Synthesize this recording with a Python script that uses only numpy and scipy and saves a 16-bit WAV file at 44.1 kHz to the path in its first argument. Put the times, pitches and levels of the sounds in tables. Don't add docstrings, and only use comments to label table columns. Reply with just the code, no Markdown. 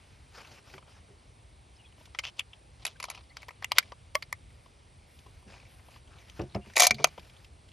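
import sys
import numpy as np
from scipy import signal
from scipy.fft import rfft, irfft, next_fast_len
from scipy.io import wavfile
from scipy.ndimage import uniform_filter1d

SR = 44100
rng = np.random.default_rng(int(sys.argv[2]) if len(sys.argv) > 2 else 0)


def invert_db(level):
    return 10 ** (np.asarray(level, dtype=float) / 20)


def output_pcm(signal):
    pcm = np.clip(np.atleast_2d(signal).T, -1, 1) * 32767
    wavfile.write(sys.argv[1], SR, np.round(pcm).astype(np.int16))


N = 340468

# (time [s], level
# [dB], top pitch [Hz], body under 1.5 kHz [dB], edge over 6.5 kHz [dB])
STEEL_HITS = [(6.7354, -51.5, 2030, -16, -8), (6.7559, -39, 2570, -34, -18.5), (6.7691, -19, 2200, -5, -18),
              (6.7785, -26, 2350, -7.5, 2.5), (6.7865, -28, 2096, -3.5, 0.5), (6.798, -20.5, 2240, -10, 3),
              (6.8211, -19.5, 3420, -1, 2), (6.8324, -24.5, 3300, -15, 2), (6.8403, -26, 2200, -4.5, 4.5),
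              (6.8531, -27, 2246, -10.5, -4), (6.8685, -18, 6120, -8.5, 1.5), (6.8928, -59, 2430, 0, -20),
              (6.9079, -16, 2220, -12, -12), (6.9439, -40, 4570, -20, -11.5), (6.9829, -45.5, 2410, -1, -19),
              (6.989, -43.5, 2430, -3.5, -28.5), (7.0006, -51.5, 1130, 13.5, -19),
              (7.042, -21.5, 6150, -21, 2.5), (7.0439, -17.5, 2750, 2, -8.5),
              (7.0705, -48.5, 2370, 9.5, 1.5),
              (2.055, -54, 3300, -16, -4.5), (2.1911, -32, 1840, -11, -9.5),
                (3.4191, -50.5, 2220, -20, -9), (4.1479, -43.5, 4310, -4, -5.5),
                (4.2241, -40, 4936, -17.5, -11), (3.7845, -19.5, 4980, -16.5, -3),
                (6.7652, -24.5, 3960, -14, 1.5), (6.8036, -21, 2126, -2.5, 6),
                (6.8667, -23.5, 2492, 0.5, -2.5)]
# (time [s], level [dB], top pitch [Hz], body [dB], edge [dB])
SEATING_HITS = [(3.3685, -39.5, 1260, -9.5, -10.5), (3.43, -47, 2440, -5, -14), (3.4833, -48, 840, 4, -9.5),
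                (3.4882, -42, 2120, -14, -14.5), (3.5068, -50, 2430, 0, -14),
                (3.6232, -40.5, 1770, -2.5, -18.5), (3.634, -50, 1110, -2, -23),
                (3.6439, -29, 3400, -15, -6), (3.7118, -43.5, 2200, -13.5, -22),
                (3.7184, -23.5, 1020, -4.5, -11.5), (3.7703, -41, 2300, -10, -30),
                (3.7834, -12.5, 2070, -16, -6.5), (3.803, -51.5, 1950, -7.5, -16),
                (3.8266, -46.5, 2230, -22, -14), (3.9192, -47, 1530, 6, -18.5),
                (4.1522, -31, 1060, 5.5, -11), (4.1532, -22, 2360, -8.5, -10.5),
                (4.2233, -37.5, 2200, -15.5, -16.5), (4.3265, -29.5, 1974, -8.5, -8)]
# (time [s], level [dB], top pitch [Hz], body [dB])
CASE_HITS = [
    (2.1471, -42, 1840, -4.5),
    (2.1876, -27.5, 2940, -20),
    (2.2367, -35.5, 2750, -15),
    (2.393, -26, 3420, -29.5),
    (2.4043, -38, 2950, -18),
    (2.5316, -45.5, 3440, -19),
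]
# (time [s], level [dB])
CHATTER_HITS = [(2.2443, -40.5), (2.251, -34.5), (2.2585, -43.5), (2.2661, -41.5), (2.2704, -41.5),
                (2.2761, -42.5), (2.2836, -45), (2.29, -49), (2.296, -53.5)]
# (time [s], level [dB], top pitch [Hz], body [dB], edge [dB])
LOOSE_HITS = [(2.8511, -28.5, 2530, -10.5, -2), (2.8652, -33.5, 3880, -11.5, -3.5),
              (2.8748, -40.5, 2700, -16, -7.5), (3, -38, 2460, -5.5, -9), (3.0267, -37.5, 2300, -10, -4.5),
              (3.0396, -35.5, 2280, -2, -5), (3.0513, -45, 1120, -4, -10), (3.084, -50.5, 1110, 8.5, -25),
              (3.1001, -37.5, 2430, -7.5, 1), (3.111, -46.5, 2300, 0.5, -7.5), (3.1477, -45, 2700, -9, -14),
              (3.1548, -53, 1070, -7, -14), (3.1749, -48.5, 2400, -3, -22)]
# (time [s], level [dB], top pitch [Hz])
HANDLING_TICKS = [(0.4473, -52, 2700), (0.7384, -49, 1630), (0.7795, -52.5, 1240), (.826, -62, 1200),
                  (0.878, -65, 1200), (1.9243, -60.5, 2690), (4.504, -62.5, 2590), (4.659, -62, 1135),
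                  (5.1888, -56, 6330), (5.262, -62, 800), (5.7944, -60.5, 2030), (5.884, -61.5, 890),
                  (5.96, -59.5, 1110), (6.0745, -60, 3400), (6.1851, -56, 4200), (6.2175, -61, 2220),
                  (6.282, -58, 5000), (6.296, -49, 6100), (6.394, -45.5, 2500), (6.416, -52, 2750),
                  (6.546, -42, 2240), (6.659, -54.5, 2490), (6.698, -52, 2200), (7.178, -48.5, 620),
                  (7.194, -51, 5220), (7.2295, -60, 2670), (7.296, -55.5, 5440), (7.3641, -57, 3770),
                  (7.445, -52, 5200), (1.981, -69, 630), (2.01, -64.5, 800), (2.074, -69.5, 820),
                  (2.965, -61, 5000), (3.237, -63, 5200), (5.427, -70.5, 940), (5.489, -72, 750),
                  (5.501, -65, 580), (5.63, -66.5, 850), (5.545, -64.5, 700), (6.559, -48, 2400),
                  (7.686, -58.5, 5160), (7.716, -57.5, 4740)]
# (time [s], level [dB], pitch [Hz])
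CREAK_PIPS = [(5.49, -66, 2400), (5.532, -56, 2700), (5.538, -52.5, 2500), (5.547, -60, 2700),
              (5.562, -59, 2500), (5.578, -60, 2300), (5.599, -56, 2500), (5.6, -63, 1350),
              (5.61, -64, 2400), (5.616, -62, 2400), (5.626, -60, 2300), (5.651, -59, 2250),
              (5.657, -64, 2350), (5.666, -64.5, 2420), (6.409, -58, 3750), (6.416, -51.5, 5600),
              (6.497, -61.5, 4300), (6.51, -62, 3770), (6.521, -59.5, 3900), (6.529, -66, 4200),
              (6.537, -67, 3900), (6.548, -43.5, 5290), (2.055, -58, 5700), (1.98, -64, 2850),
              (.7795, -52.5, 2240), (0.737, -55, 2400)]
FREE_S = [2.393, 4.154, 6.8697, 6.9079]
# (pitch [Hz], body [dB])
TICK_BODY = [(900, 9.5), (2000, -3), (5000, -21.5)]
# (frequency [Hz], level [dB], t60 [s])
BRASS_MODES = [(1180, -9, 0.089), (2200, 8, 0.11), (2670, -15, 0.045), (3164, -1, 0.07), (3520, 10, 0.05),
               (4550, -16, 0.066), (5800, -23, .08)]
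# (frequency [Hz], level [dB], t60 [s])
NECK_MODES = [(11110, 31, 0.034)]
# (frequency [Hz], level [dB], t60 [s])
BOX_MODES = [(620, -14, 0.04), (1130, -10.5, 0.055), (1890, 3, 0.0048), (2142, -5.5, 0.021),
             (3320, -21.5, 0.04), (4950, -17.5, 0.025), (7400, -26.5, .09), (13200, -15.5, 0.1),
             (11700, -16, .02)]
# (frequency [Hz], level [dB], t60 [s])
STEEL_MODES = [(724, -5.5, 0.093), (885, -7.5, 0.035), (1200, -28, 0.035), (2350, -2, 0.045),
               (2430, -9, 0.034), (2920, -15, 0.03), (4700, -17, 0.027), (6650, -1, 0.02),
               (6450, -35.5, .2), (10600, -14.5, 0.028)]
# (frequency [Hz], density [dB per Hz])
METAL_COLOUR = [(200, -30.5), (600, -1), (1100, -2), (1700, -10.5), (2300, -0.5), (3000, 3), (5000, 2),
                (6500, -3), (7300, -3.5), (10000, -16.5), (13000, -22), (14200, -24.5), (15500, -24.5),
                (16500, -29)]
# (start [s], end [s], start level [dB], end level [dB], edge [dB])
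STROKES = [(2.231, 2.307, -47, -60.5, -6), (2.367, 2.404, -58.5, -40, -7), (2.795, 2.839, -56, -55, -10),
           (2.854, 2.946, -37, -71.5, -7), (2.995, 3.083, -57, -59, -17), (3.084, 3.216, -49.5, -54, -35),
           (3.362, 3.448, -56, -59, -18), (3.712, 3.71, -52, -48, -8.5),
           (3.764, 3.796, -44.5, -33.5, -16.5), (3.749, 3.911, -48, -64, -12.5),
           (6.757, 6.782, -38, -36, 8), (6.795, 6.861, -20.5, -25, 7.5), (6.861, 6.903, -29.5, -46.5, -11),
           (6.964, 7.037, -57.5, -49, -16), (7.05, 7.095, -65, -50.5, -16.5)]
# (frequency [Hz], level [dB], t60 [s])
BENCH_MODES = [(75, -8.5, .12), (140.8, 3.5, 0.14), (195, 4, 0.057), (307.6, 6, 0.0065), (392, 4.5, 0.04),
               (553, 5, 0.01), (673, -18.5, 0.12), (800, -21, 0.033), (1200, -14.5, 0.0078)]
# (time [s], peak [dB], plank boom [dB], bounce time scale [1])
KNOCKS = [(0.737, -41.5, -11, 0.94), (1.088, -51, -1, 1.0), (5.261, -49, -4.5, 0.87), (5.462, -46, 2, 1.14),
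          (6.392, -25, -4, 1.21), (6.549, -23, -3.5, .9), (6.663, -43.5, 4.5, 1.2), (6.904, -30.5, 4, 1.26),
          (6.994, -29.5, -1, 1.3), (7.18, -45.5, -7, 0.55)]
# (time [s], length [s], start pitch [Hz], end pitch [Hz], level [dB])
SQUEAKS = [(1.755, .025, 5000, 5250, -66), (1.77, .065, 3050, 2700, -64), (1.84, .05, 3500, 3150, -62),
           (1.83, .04, 2600, 2400, -65), (2.95, .025, 1550, 1600, -63), (3.292, .02, 4600, 4100, -64),
           (3.296, .042, 1900, 2280, -59), (6.6, .06, 2750, 2850, -63)]
# (start [s], end [s], level [dB], smoothness [0 coarse cloth to 1 bare skin])
RUBS = [(0, 0.329, -67, 0.42), (0.366, 0.418, -58, 0.02), (0.335, 0.597, -53, 0.4),
        (0.657, 0.777, -54, 0.5), (0.863, 0.996, -61, .3), (1.06, 1.138, -74, 0), (1.979, 2.073, -63, 0.7),
        (4.497, 4.704, -72, 0.77), (5.078, 5.232, -68, .95), (5.236, 5.451, -68.5, .7),
        (5.484, 5.58, -56, .2), (5.572, 5.683, -63.5, .3), (5.673, 5.9, -65.5, .8), (5.906, 5.99, -57, .6),
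        (6.083, 6.194, -63, 0.04), (6.178, 6.438, -60.5, 0.52), (6.378, 6.394, -52, 0.4),
        (6.43, 6.615, -68.5, 0.05), (6.644, 6.75, -59.5, 0.5), (7.076, 7.314, -60, 0.6),
        (7.337, 7.468, -62.5, 0.58)]
# (frequency [Hz], density [dB per Hz])
WEAVE_COLOUR = [(200, 17), (500, -2), (1000, -8), (1700, -3.5), (2500, -5), (3600, -12.5), (5000, -10.5),
                (7000, -16.5), (10000, -12.5), (13500, -26.5), (15000, -20.5)]
# (coarse [dB], smooth [dB])
HISS_DB = (-22.5, -0.5)
# (coarse [dB], smooth [dB])
SHUFFLE_DB = (2, -15)
# (frequency [Hz], density [dB per Hz])
FIELD_COLOUR = [(40, 4.5), (80, 3.5), (160, -11), (300, -16), (800, -18), (1600, -26), (2200, -23),
                (4500, -27.5), (7200, -34.5), (8100, -20.5), (8900, -21), (9700, -41), (11000, -46.5),
                (16000, -62)]
# (frequency [Hz], likeness [0-1])
FIELD_LIKENESS = [(60, 1), (300, 0.83), (700, 0.16), (1400, 0), (2200, 0.93), (3000, 1), (6000, 1.0),
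                  (11000, 0.96), (15000, 0.89)]
# (frequency [Hz], left re right [dB])
NEAR_LEFT = [(60, 0), (150, -0.5), (380, -0.5), (950, 4), (2380, 2), (5980, -1), (15000, 1)]
# (frequency [Hz], left lead [rad])
PORT_PHASE = [(0, 0), (780, 0.4), (1550, 0.0), (1810, 0.4), (2070, 0.1), (5170, 0.1), (6290, -0.4),
              (7240, -1.5), (8010, -2.9), (10400, -5.4), (12700, -7.1), (13900, -8.8), (15400, -9.7),
              (16200, -9.3)]

HARD_DB, SOFT_DB = -27, -45


def evened(x):
    return x / np.sqrt(np.mean(x ** 2) + 1e-20)


def read(points, hz):
    f, value = np.transpose(points)
    return np.interp(np.log(hz + 1), np.log(f + 1), value)


def add(mix, start_s, sound):
    part = mix[round(start_s * SR):][:len(sound)]
    part += sound[:len(part)]


def shaped(x, gain):
    size = next_fast_len(x.shape[-1] + 2048)
    hz = np.fft.rfftfreq(size, 1 / SR)
    return irfft(rfft(x, size) * gain(hz), size)[..., :x.shape[-1]]


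def band(x, lo_hz, hi_hz):
    sos = signal.butter(2, [lo_hz, hi_hz], "band", fs=SR, output="sos")
    return evened(signal.sosfilt(sos, x))


def level(spans, smooth_s):
    t, gain = np.arange(N) / SR, np.zeros(N)
    for start, end, *db in spans:
        on = slice(int(start * SR), int(end * SR))
        gain[on] += invert_db(np.interp(t[on], [start, end], db))
    return uniform_filter1d(gain, size=int(smooth_s * SR))


def hardness(db, soft, hard):
    return np.interp(db, [SOFT_DB, HARD_DB], [soft, hard])


def edged(rows, soft_db, hard_db):
    out = []
    for row in rows:
        slam_db = 0.29 * max(row[1] - HARD_DB, 0)
        out.append(row + (hardness(row[1], soft_db, hard_db) + slam_db,))
    return out


def ring(modes, strike, damping, size):
    t, x = np.arange(size) / SR, np.zeros(size)
    for (hz, db, t60), (level_shift, pitch_shift) in zip(modes, strike):
        decay = invert_db(db + 6 * level_shift - 60 * damping * t / t60)
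        x += decay * np.sin(2 * np.pi * hz * (1 + pitch_shift) * t)
    return x / np.linalg.norm(x)


def contacts(rows, modes, ring_db, upper_db, soft_s, hard_s, held=5.1, peak_db=13, width_hz=420,
             rise_s=0.0015, tilt_db=0.5):
    out, t, hz = np.zeros(N), np.arange(4096) / SR, np.fft.rfftfreq(6144, 1 / SR)

    def energy(z, lo_hz, hi_hz):
        return np.sum(abs(z[(hz > lo_hz) & (hz < hi_hz)]) ** 2)

    for s, db, top_hz, low_db, edge_db in rows:
        noise, clumps = rng.standard_normal((2, 4096))
        t60_s = max(hardness(db, soft_s, hard_s), .004)
        rattle = noise * invert_db(12 * uniform_filter1d(clumps, size=30) - 60 * t / t60_s)
        rattle *= 1 - np.exp(-t / rise_s)

        strike = rng.standard_normal((len(modes), 2))
        if min(abs(s - np.array(FREE_S))) < .003:
            rung = ring(modes, strike * [.3, 0], 1, 4096)
        else:
            rung = ring(modes, strike * [1, .012], held, 4096)
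        z = rfft(rattle, 6144) * (1 + rfft(invert_db(ring_db) * rung, 6144)) * invert_db(read(METAL_COLOUR, hz))

        lean_db = upper_db + 3.1 * np.clip((top_hz - 2700) / 1500, 0, 1) + 0.18 * edge_db
        lean_db += 10 * np.log10(energy(z, 1500, 3600) / energy(z, 3600, 6300))
        z *= invert_db(read([(3300, 0), (3900, lean_db)], hz))
        top = invert_db(peak_db - 48.0 * width_hz * t) * np.sin(2 * np.pi * top_hz * t)
        z *= 1 + rfft(top * 2 * np.pi * width_hz / SR, 6144)

        edges_hz = [(500, 1500), (1500, 6000), (6500, 14000)]
        have_db = [10 * np.log10(energy(z, *e) / 3072 / 220) for e in edges_hz]
        low, mid, edge = np.array([db + low_db, db, db + edge_db]) - have_db
        balance = [(700, low - 3), (1100, low + 3), (1700, mid), (5900, mid),
                   (6800, edge - tilt_db), (11000, edge + tilt_db)]
        z *= invert_db(read(balance, hz))
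        add(out, s - 64 / SR, np.roll(irfft(z), 64)[:4096])
    return out


def bolt():
    return contacts(STEEL_HITS, STEEL_MODES, ring_db=-9.0, upper_db=3.0,
                    soft_s=0.039, hard_s=0.019, rise_s=0.00068, tilt_db=2.5)


def seating():
    return contacts(SEATING_HITS, BOX_MODES, ring_db=-4.5, upper_db=-2,
                    soft_s=0.024, hard_s=0.01, rise_s=0.00094, tilt_db=4.0)


def cartridge():
    brass, box = BRASS_MODES + NECK_MODES, BOX_MODES + NECK_MODES
    placed = contacts(edged(CASE_HITS, soft_db=-26.5, hard_db=-11.0), brass, ring_db=-13.5,
                      upper_db=-4.5, soft_s=0.033, hard_s=0.016)
    loose = contacts(LOOSE_HITS, box, ring_db=-0.5, upper_db=5,
                     soft_s=0.028, hard_s=.015, rise_s=0.00097, tilt_db=3)
    rows = [row + (3200, -14.5, -19) for row in CHATTER_HITS]
    chatter = contacts(rows, brass, ring_db=-10, upper_db=5,
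                       soft_s=0.016, hard_s=0.011, peak_db=11, rise_s=0.00073)
    return placed + loose + chatter


def scraping(strokes, modes, ring_db, edge_hz):
    slips = rng.standard_normal(N) * invert_db(2.0 * rng.exponential(1, N)) * (rng.random(N) < .3)
    slips *= invert_db(37 * uniform_filter1d(rng.standard_normal(N), size=150))
    part = ring(modes, np.zeros((len(modes), 2)), 1.7, size=2048)
    rung = slips + invert_db(ring_db) * signal.oaconvolve(slips, part)[:N]
    metal = evened(shaped(rung, lambda hz: invert_db(read(METAL_COLOUR, hz)) / (1 + (hz / 14000) ** 30)))
    edge = shaped(metal, lambda hz: 1 / (1 + (edge_hz / (hz + 1)) ** 4))
    body_level = level([row[:4] for row in strokes], .004)
    edge_level = level([(a, b, c + e, d + e) for a, b, c, d, e in strokes], .004)
    return body_level * (metal - edge) + edge_level * edge


def scrapes():
    loading = scraping([row for row in STROKES if row[0] < 4], BOX_MODES, ring_db=-20, edge_hz=4000)
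    sliding = scraping([row for row in STROKES if row[0] > 4], STEEL_MODES, ring_db=-5, edge_hz=6500)
    return loading + sliding


def handling_ticks():
    rows = []
    for row in HANDLING_TICKS:
        body_db = read(TICK_BODY, row[2])
        rows.append(row + (body_db, -16 - 0.26 * body_db))
    return contacts(rows, BOX_MODES, ring_db=-16.5, upper_db=-8.5, soft_s=.028, hard_s=.028)


def creaks():
    rows = [row + (-22, -20) for row in CREAK_PIPS]
    return contacts(rows, BOX_MODES, ring_db=-25, upper_db=7, soft_s=.016, hard_s=.016,
                    peak_db=23.5, width_hz=170)


def knocks():
    out, t = np.zeros(N), np.arange(3500) / SR
    bounces = [(.005, 0.6), (.013, 0.51), (.024, 0.3), (.036, .18), (.052, 0.09)]  # (time [s], gain)
    for s, db, boom_db, pace in KNOCKS:
        noise, strike = rng.standard_normal(3500), rng.standard_normal((len(BENCH_MODES), 2))
        planks = [(hz, d + boom_db * (hz < 250), t60) for hz, d, t60 in BENCH_MODES]
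        push = sum(g * np.exp(-abs(t - at * pace) / 0.0046) for at, g in bounces)
        bench = ring(planks, strike * [.4, .05], 0.6, size=6000)
        knock = signal.fftconvolve(band(push * noise, 60, 3000), bench)
        add(out, s, invert_db(db) * knock / abs(knock).max())
    return out


def squeaks():
    out = np.zeros(N)
    for s, length_s, start_hz, end_hz, db in SQUEAKS:
        hz = np.linspace(start_hz, end_hz, int(length_s * SR))
        hz *= 1 + 0.17 * uniform_filter1d(rng.standard_normal(3000), size=90)[:len(hz)]
        grip = 1 + 5.0 * uniform_filter1d(rng.standard_normal(3000), size=60)[:len(hz)]
        tone = np.sqrt(2) * np.sin(2 * np.pi * np.cumsum(hz) / SR)
        add(out, s, invert_db(db) * grip * tone * np.hanning(len(hz)))
    return out


def cloth():
    grains = rng.standard_normal(N) * invert_db(2.0 * rng.exponential(1, N))
    grains *= invert_db(32 * uniform_filter1d(rng.standard_normal(N), size=400))
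    hz, _, z = signal.stft(grains, SR, nperseg=256)
    patches = uniform_filter1d(rng.standard_normal(z.shape), size=5, axis=0)
    patches = evened(uniform_filter1d(patches, size=12, axis=1))
    woven = signal.istft(z * invert_db(read(WEAVE_COLOUR, hz)[:, None] + 2.6 * patches), SR)[1][:N]

    start, end, db, smooth = np.transpose(RUBS)
    hiss_db, shuffle_db = (db + coarse + (fine - coarse) * smooth for coarse, fine in (HISS_DB, SHUFFLE_DB))
    out = np.zeros(N)
    for layer_db, lo_hz, hi_hz in [(db, 1300, 8000), (hiss_db, 9000, 14500), (shuffle_db, 720, 1800)]:
        pressure = level(zip(start, end, layer_db, layer_db - 2), smooth_s=0.043)
        out += pressure * band(woven, lo_hz, hi_hz)
    return out


def bench_echo(x):
    t = np.arange(3000) / SR
    taps = rng.standard_normal((2, 3000)) * (rng.random((2, 3000)) < .06)
    taps *= invert_db(-60 * t / 0.057) * (t > .0015)
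    taps = shaped(taps, lambda hz: 1 / (1 + (hz / 3500) ** 2))
    return signal.fftconvolve(x[None], taps / np.linalg.norm(taps[0]), axes=1)[:, :N]


def field():
    frames, hz = N // 256 + 5, np.fft.rfftfreq(1024, 1 / SR)
    a, b, c, d, patches = rng.standard_normal((frames, 513, 5)).T
    patches = uniform_filter1d(patches, size=10, axis=0)
    patches = evened(uniform_filter1d(patches, size=16, axis=1))
    swell = evened(uniform_filter1d(rng.standard_normal(frames), size=40)) * (hz[:, None] < 250)
    same = np.clip(read(FIELD_LIKENESS, hz), 0, 1)[:, None]
    left = a + 1j * b
    right = same * left + np.sqrt(1 - same ** 2) * (c + 1j * d)
    z = np.array([left, right]) * invert_db(read(FIELD_COLOUR, hz)[:, None] + 1.0 * patches + 1.4 * swell)
    return invert_db(-53.5) * evened(signal.istft(z, nperseg=1024, noverlap=768)[1][:, :N])


def scene():
    metal = bolt() + seating() + cartridge() + scrapes() + handling_ticks() + creaks()
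    near = metal + knocks() + squeaks() + cloth()
    pair = shaped(near, lambda hz: invert_db(np.outer([.5, -.5], read(NEAR_LEFT, hz))))
    return pair + invert_db(-18.5) * bench_echo(metal) + field()


def band_limit(x):
    return signal.sosfilt(signal.butter(12, 16640, fs=SR, output="sos"), x)


def record(dry):
    cut = signal.sosfilt(signal.butter(4, 50., "high", fs=SR, output="sos"), dry)
    ported = shaped(cut, lambda hz: np.exp(1j * np.outer([.5, -.5], read(PORT_PHASE, hz))))
    rounded = ported / (1 + (ported / .92) ** 6) ** (1 / 6)
    return band_limit(rounded)


dry = scene()
out = record(dry)
output_pcm(out)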